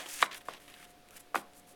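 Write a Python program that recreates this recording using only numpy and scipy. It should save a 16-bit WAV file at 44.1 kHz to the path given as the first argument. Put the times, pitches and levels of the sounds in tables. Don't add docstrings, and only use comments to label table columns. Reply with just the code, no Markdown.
import sys
import numpy as np
from scipy import signal
from scipy.fft import rfft, irfft, next_fast_len
from scipy.io import wavfile
from scipy.ndimage import map_coordinates

SR = 44100
rng = np.random.default_rng(int(sys.argv[2]) if len(sys.argv) > 2 else 0)


def transcribe(signal):
    frames = np.atleast_2d(signal).T
    limited = np.clip(frames, -1, 1)
    pcm = np.round(limited * 32767).astype(np.int16)
    wavfile.write(sys.argv[1], SR, pcm)


N = 77175


def amp(db):
    return 10 ** (np.asarray(db) / 20)


def unit(x):
    return x / np.sqrt(np.mean(x ** 2) + 1e-20)


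def along(points, hz):
    freqs, values = np.transpose(points)
    return np.interp(np.log(hz + 1), np.log(freqs + 1), values)


def filtered(x, response):
    size = next_fast_len(len(x) + 8192)
    return irfft(rfft(x, size) * response(np.fft.rfftfreq(size, 1 / SR)), size)[:len(x)]


def coloured(x, spectrum):
    return unit(filtered(x, lambda hz: amp(along(spectrum, hz))))


def wobble(rate):
    return map_coordinates(rng.standard_normal(int(N * rate / SR) + 4), [np.arange(N) * rate / SR])


def add(track, start_s, sound):
    part = track[max(round(start_s * SR), 0):][:len(sound)]
    part += sound[:len(part)]


# freq_hz, level_db
AIR_SPECTRUM = [(20, 2.5), (35, -17.5), (60, -9), (110, -11.5), (170, -8), (330, -7), (500, -10),
                (700, -11.5), (900, -15), (1600, -16.5), (3600, -19.5), (7000, -27), (10800, -26.5),
                (17000, -34)]
# pitch_hz, level_db
FAN_TONES = [(291, -75), (517, -77), (560, -74), (716, -66.5)]


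def fan_and_air(drift_hz=1.44, waver_db=-1.9, air_db=-60.5):
    hum = np.zeros(N)
    for hz, db in FAN_TONES:
        gain = amp(db + waver_db * wobble(8.62)) * np.sqrt(2)
        cycles = np.cumsum(hz + drift_hz * wobble(11.9)) / SR
        hum += gain * np.sin(2 * np.pi * cycles)
    return hum + amp(air_db) * coloured(rng.standard_normal(N), AIR_SPECTRUM)


# freq_hz, t60_s
ROOM_DECAY = [(150, 0.49), (500, 0.6), (1200, 0.3), (3000, 0.31), (8000, 0.2), (16000, 0.12)]
# freq_hz, gain_db
ECHO_COLOUR = [(150, -4), (400, 2.5), (900, -1.5), (1400, -2), (2300, -2.5), (4000, -3.5), (9000, 2.5),
               (16000, -9)]


def room(x, near_db=-9.5, near_t60_s=0.053, tail_db=-18.5):
    hz, t, bands = signal.stft(rng.standard_normal(SR // 2), SR, nperseg=256)
    bands = bands * amp(-60 * t / along(ROOM_DECAY, hz)[:, None])
    tail = signal.istft(bands, SR, nperseg=256)[1]
    near = rng.standard_normal(len(tail)) * amp(-60 * np.arange(len(tail)) / SR / near_t60_s)
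    impulse = np.zeros(SR)
    add(impulse, start_s=0.004, sound=amp(near_db) * near / np.linalg.norm(near))
    add(impulse, start_s=0.009, sound=amp(tail_db) * tail / np.linalg.norm(tail))
    echoes = signal.fftconvolve(x, impulse)[:N]
    return filtered(echoes, lambda hz: amp(along(ECHO_COLOUR, hz)))


# start_s, level_db
ROOM_BOOMS = [(.229, -53), (0.486, -58), (1.36, -47.5)]
# pitch_hz, level_db, t60_s
ROOM_MODES = [(168, -5.5, .22), (205.6, -3.5, 0.4), (263, -2, 0.26), (333, 4.5, 0.154), (425, -7, 0.09)]


def room_booms(rise_s=0.0018):
    out, t = np.zeros(N), np.arange(SR // 2) / SR
    for start, db in ROOM_BOOMS:
        ring = sum(amp(mode_db - 60 * t / t60) * np.sin(2 * np.pi * (hz * t + rng.random()))
                   for hz, mode_db, t60 in ROOM_MODES)
        add(out, start, amp(db) * ring * (1 - np.exp(-t / rise_s)))
    return out


# start_s, length_s, pitch_hz, glide_share, level_db
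CATCHES = [(0.189, .028, 2415, -.15, -46), (.737, .012, 3950, 0.0, -52), (0.731, 0.1, 1650, -.05, -65),
           (0.774, 0.067, 2166, 0.0, -63), (1.117, 0.045, 1400, .08, -62), (1.199, .013, 11100, 0.0, -53.5)]


def squeaks(width_share=0.2):
    out, t = np.zeros(N), np.arange(N) / SR
    for start, length, hz, glide, db in CATCHES:
        progress = np.clip((t - start) / length, 0, 1)
        fuzz = unit(filtered(rng.standard_normal(N), lambda f: 1 / (1 + (2 * f / (width_share * hz)) ** 2)))
        cycles = np.cumsum(hz * (1 + glide * (progress - 0.5))) / SR
        swell = amp(db) * np.sqrt(2) * np.sin(np.pi * progress)
        out += swell * fuzz * np.sin(2 * np.pi * cycles)
    return out


def friction(spectrum, judder_db, slips_per_s=1400, slip_share=0.35):
    slips = (rng.random(N) < slips_per_s / SR) * rng.standard_normal(N)
    drive = np.sqrt(slip_share) * unit(slips) + np.sqrt(1 - slip_share) * rng.standard_normal(N)
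    return coloured(drive * amp(judder_db * wobble(160)), spectrum)


# start_s, length_s, scuff_db, rasp_db, hiss_db, growth_db
SLIDES = [(-.005, 0.069, -52.5, -48.5, -55, -13.5), (0.056, 0.029, -53.5, -51.5, -54.5, -1),
          (0.084, 0.13, -66, -50, -45, 1.5), (0.203, 0.044, -59, -45.5, -45.5, -6),
          (0.231, 0.031, -53, -47.5, -55, 7.5), (0.309, 0.044, -58.5, -47, -60.5, -2.5),
          (0.353, 0.028, -67, -51.5, -51.5, 5.5), (.401, .017, -69, -59, -66, 4.5),
          (0.451, 0.033, -70, -62, -63, -4), (0.483, 0.099, -56.5, -53.5, -64.5, -7),
          (0.596, 0.08, -74, -64, -65.5, -4), (0.676, 0.056, -66, -58.5, -63.5, -5.5),
          (0.732, 0.12, -70, -60, -63, 3.5), (0.864, 0.052, -82, -69, -68, 5),
          (1.105, 0.055, -68.5, -65.5, -64.5, 11), (1.16, .02, -71, -54, -53.5, -1),
          (1.191, 0.018, -72, -64, -57.5, 12), (1.346, .012, -56, -53, -52, 2),
          (1.357, 0.059, -49.5, -54, -53, -16.5), (1.544, 0.054, -76, -76, -60.5, 5),
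          (1.669, 0.061, -71, -72, -62.5, -4)]
# freq_hz, level_db
TABLE_SCUFF = [(30, -41), (150, -14.5), (320, -3), (800, -1.5), (1200, -2.5), (2000, -22), (5000, -17),
               (17000, -69)]
CASE_RASP = [(30, -27), (700, -17.5), (1300, -5), (1700, 2), (2300, 0), (2750, -0.5), (3300, -0.5),
             (4300, -8.5), (6000, -11.5), (17000, -61)]
PAPER_HISS = [(30, -47), (2000, -36), (4500, -3.5), (6500, 0.5), (8000, 0), (10500, -0.5), (13000, -7),
              (17000, -14)]
INK_HISS = [(30, -53), (2000, -33), (4500, -8.5), (6500, -5), (9000, -1), (11500, -1.5), (13500, -7),
            (17000, -14)]


def rubbing(rise_s=0.0041, release_s=0.003, ink_from_s=0.28):
    t, power = np.arange(N) / SR, np.zeros((3, N))
    for start, length, scuff_db, rasp_db, hiss_db, growth_db in SLIDES:
        age = t - start
        gate = np.clip(age / rise_s, 0, 1) * np.exp(-np.maximum(age - length, 0) / release_s)
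        growth = amp(growth_db * (np.clip(age / length, 0, 1) - 0.5))
        power += (amp([scuff_db, rasp_db, hiss_db])[:, None] * gate * growth) ** 2
    scuff_gain, rasp_gain, hiss_gain = np.sqrt(power)
    paper = friction(PAPER_HISS, judder_db=1.3)
    ink = friction(INK_HISS, judder_db=1.5)
    scuff = friction(TABLE_SCUFF, judder_db=0.5)
    rasp = friction(CASE_RASP, judder_db=1.5)
    return scuff_gain * scuff + rasp_gain * rasp + hiss_gain * np.where(t < ink_from_s, paper, ink)


# start_s, clack_db, snap_db
SMALL_TAPS = [(.06, -35, -49), (0.064, -34.5, -57), (0.2195, -25, -25.5), (0.2259, -15, -27),
              (0.33, -39, -36), (0.3455, -35, -35.5), (0.484, -52, -47), (0.5358, -34.5, -42.5),
              (0.6792, -43, -55), (.74, -38, -49), (.827, -42, -52), (.851, -46, -49), (1.087, -56, -45.5),
              (1.108, -58, -44), (1.3454, -54, -41.5), (1.3544, -37, -30), (1.3759, -32.5, -58),
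              (1.535, -54, -51.5)]
# freq_hz, level_db
CASE_CLACK = [(60, -52), (200, -33), (900, -3.5), (1700, -4.5), (3300, 4.5), (5000, -14.5), (8000, -30),
              (17000, -68)]
CONTACT_SNAP = [(200, -32), (2500, 3), (5000, -6.5), (8000, 2), (11000, -5), (17000, -14.5)]


def taps(clack_t60_s=0.014, clack_rise_s=0.00096, snap_t60_s=0.0064):
    out, t = np.zeros(N), np.arange(SR // 20) / SR
    for start, clack_db, snap_db in SMALL_TAPS:
        clack = amp(clack_db - 60 * t / clack_t60_s) * coloured(rng.standard_normal(len(t)), CASE_CLACK)
        snap = amp(snap_db - 60 * t / snap_t60_s) * coloured(rng.standard_normal(len(t)), CONTACT_SNAP)
        add(out, start, snap + clack * (1 - np.exp(-t / clack_rise_s)))
    return out


# pitch_hz, level_db, t60_s
WOOD_MODES = [(400, -20, 0.0075), (729, -13.5, 0.018), (1077, -3.5, 0.0084), (1403, -5.5, 0.013),
              (1872, -9.5, 0.02), (2016, -8, 0.012), (2487, -10, 0.014), (3560, -10.5, 0.015),
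              (4270, -21.5, 0.007), (4770, -14.5, 0.02)]


def wood_ring(hardness_hz, pitch_ratio, contact_s=0.00028, scatter_db=-0.24):
    t = np.arange(SR // 10) / SR
    ring = np.zeros(len(t))
    for k, (hz, db, t60) in enumerate(WOOD_MODES):
        decay = amp(db + scatter_db * rng.normal() - 60 * t / t60)
        rolloff = np.hypot(1, (hz * pitch_ratio / hardness_hz) ** 2)
        ring += (-1) ** k * decay * np.sin(2 * np.pi * hz * pitch_ratio * t) / rolloff
    ring *= 1 - np.exp(-t / contact_s)
    return ring / np.abs(ring).max()


# start_s, first_db, first_hardness_hz,
# pitch_ratio, second_delay_s, second_over_first_db, second_hardness_hz
LANDINGS = [(0.2253, -10, 3600, 0.994, 0.001821, 4.5, 2340), (.4849, -24, 820, 1.02, 0.001803, -2.5, 397),
            (1.3443, -21.5, 746, 1.107, .00168, 5.5, 650), (1.3556, -22.5, 2070, 1.023, 0.0012, 9, 1470)]


def stamp_knocks(low_cut_hz=290):
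    out = np.zeros(N)
    for start, first_db, first_hz, pitch_ratio, delay, second_over_first_db, second_hz in LANDINGS:
        add(out, start, amp(first_db) * wood_ring(first_hz, pitch_ratio))
        add(out, start + delay, amp(first_db + second_over_first_db) * wood_ring(second_hz, pitch_ratio))
    return signal.sosfilt(signal.butter(2, low_cut_hz, "high", fs=SR, output="sos"), out)


def scene():
    blows = stamp_knocks() + taps()
    rubs = rubbing() + squeaks()
    echoes = room(blows) + amp(-1) * room(rubs)
    return (blows + rubs + echoes + room_booms() + fan_and_air())[None]


def record(dry, top_hz=17300):
    return np.array([filtered(channel, lambda hz: hz < top_hz) for channel in dry])


dry = scene()
out = record(dry)
transcribe(out)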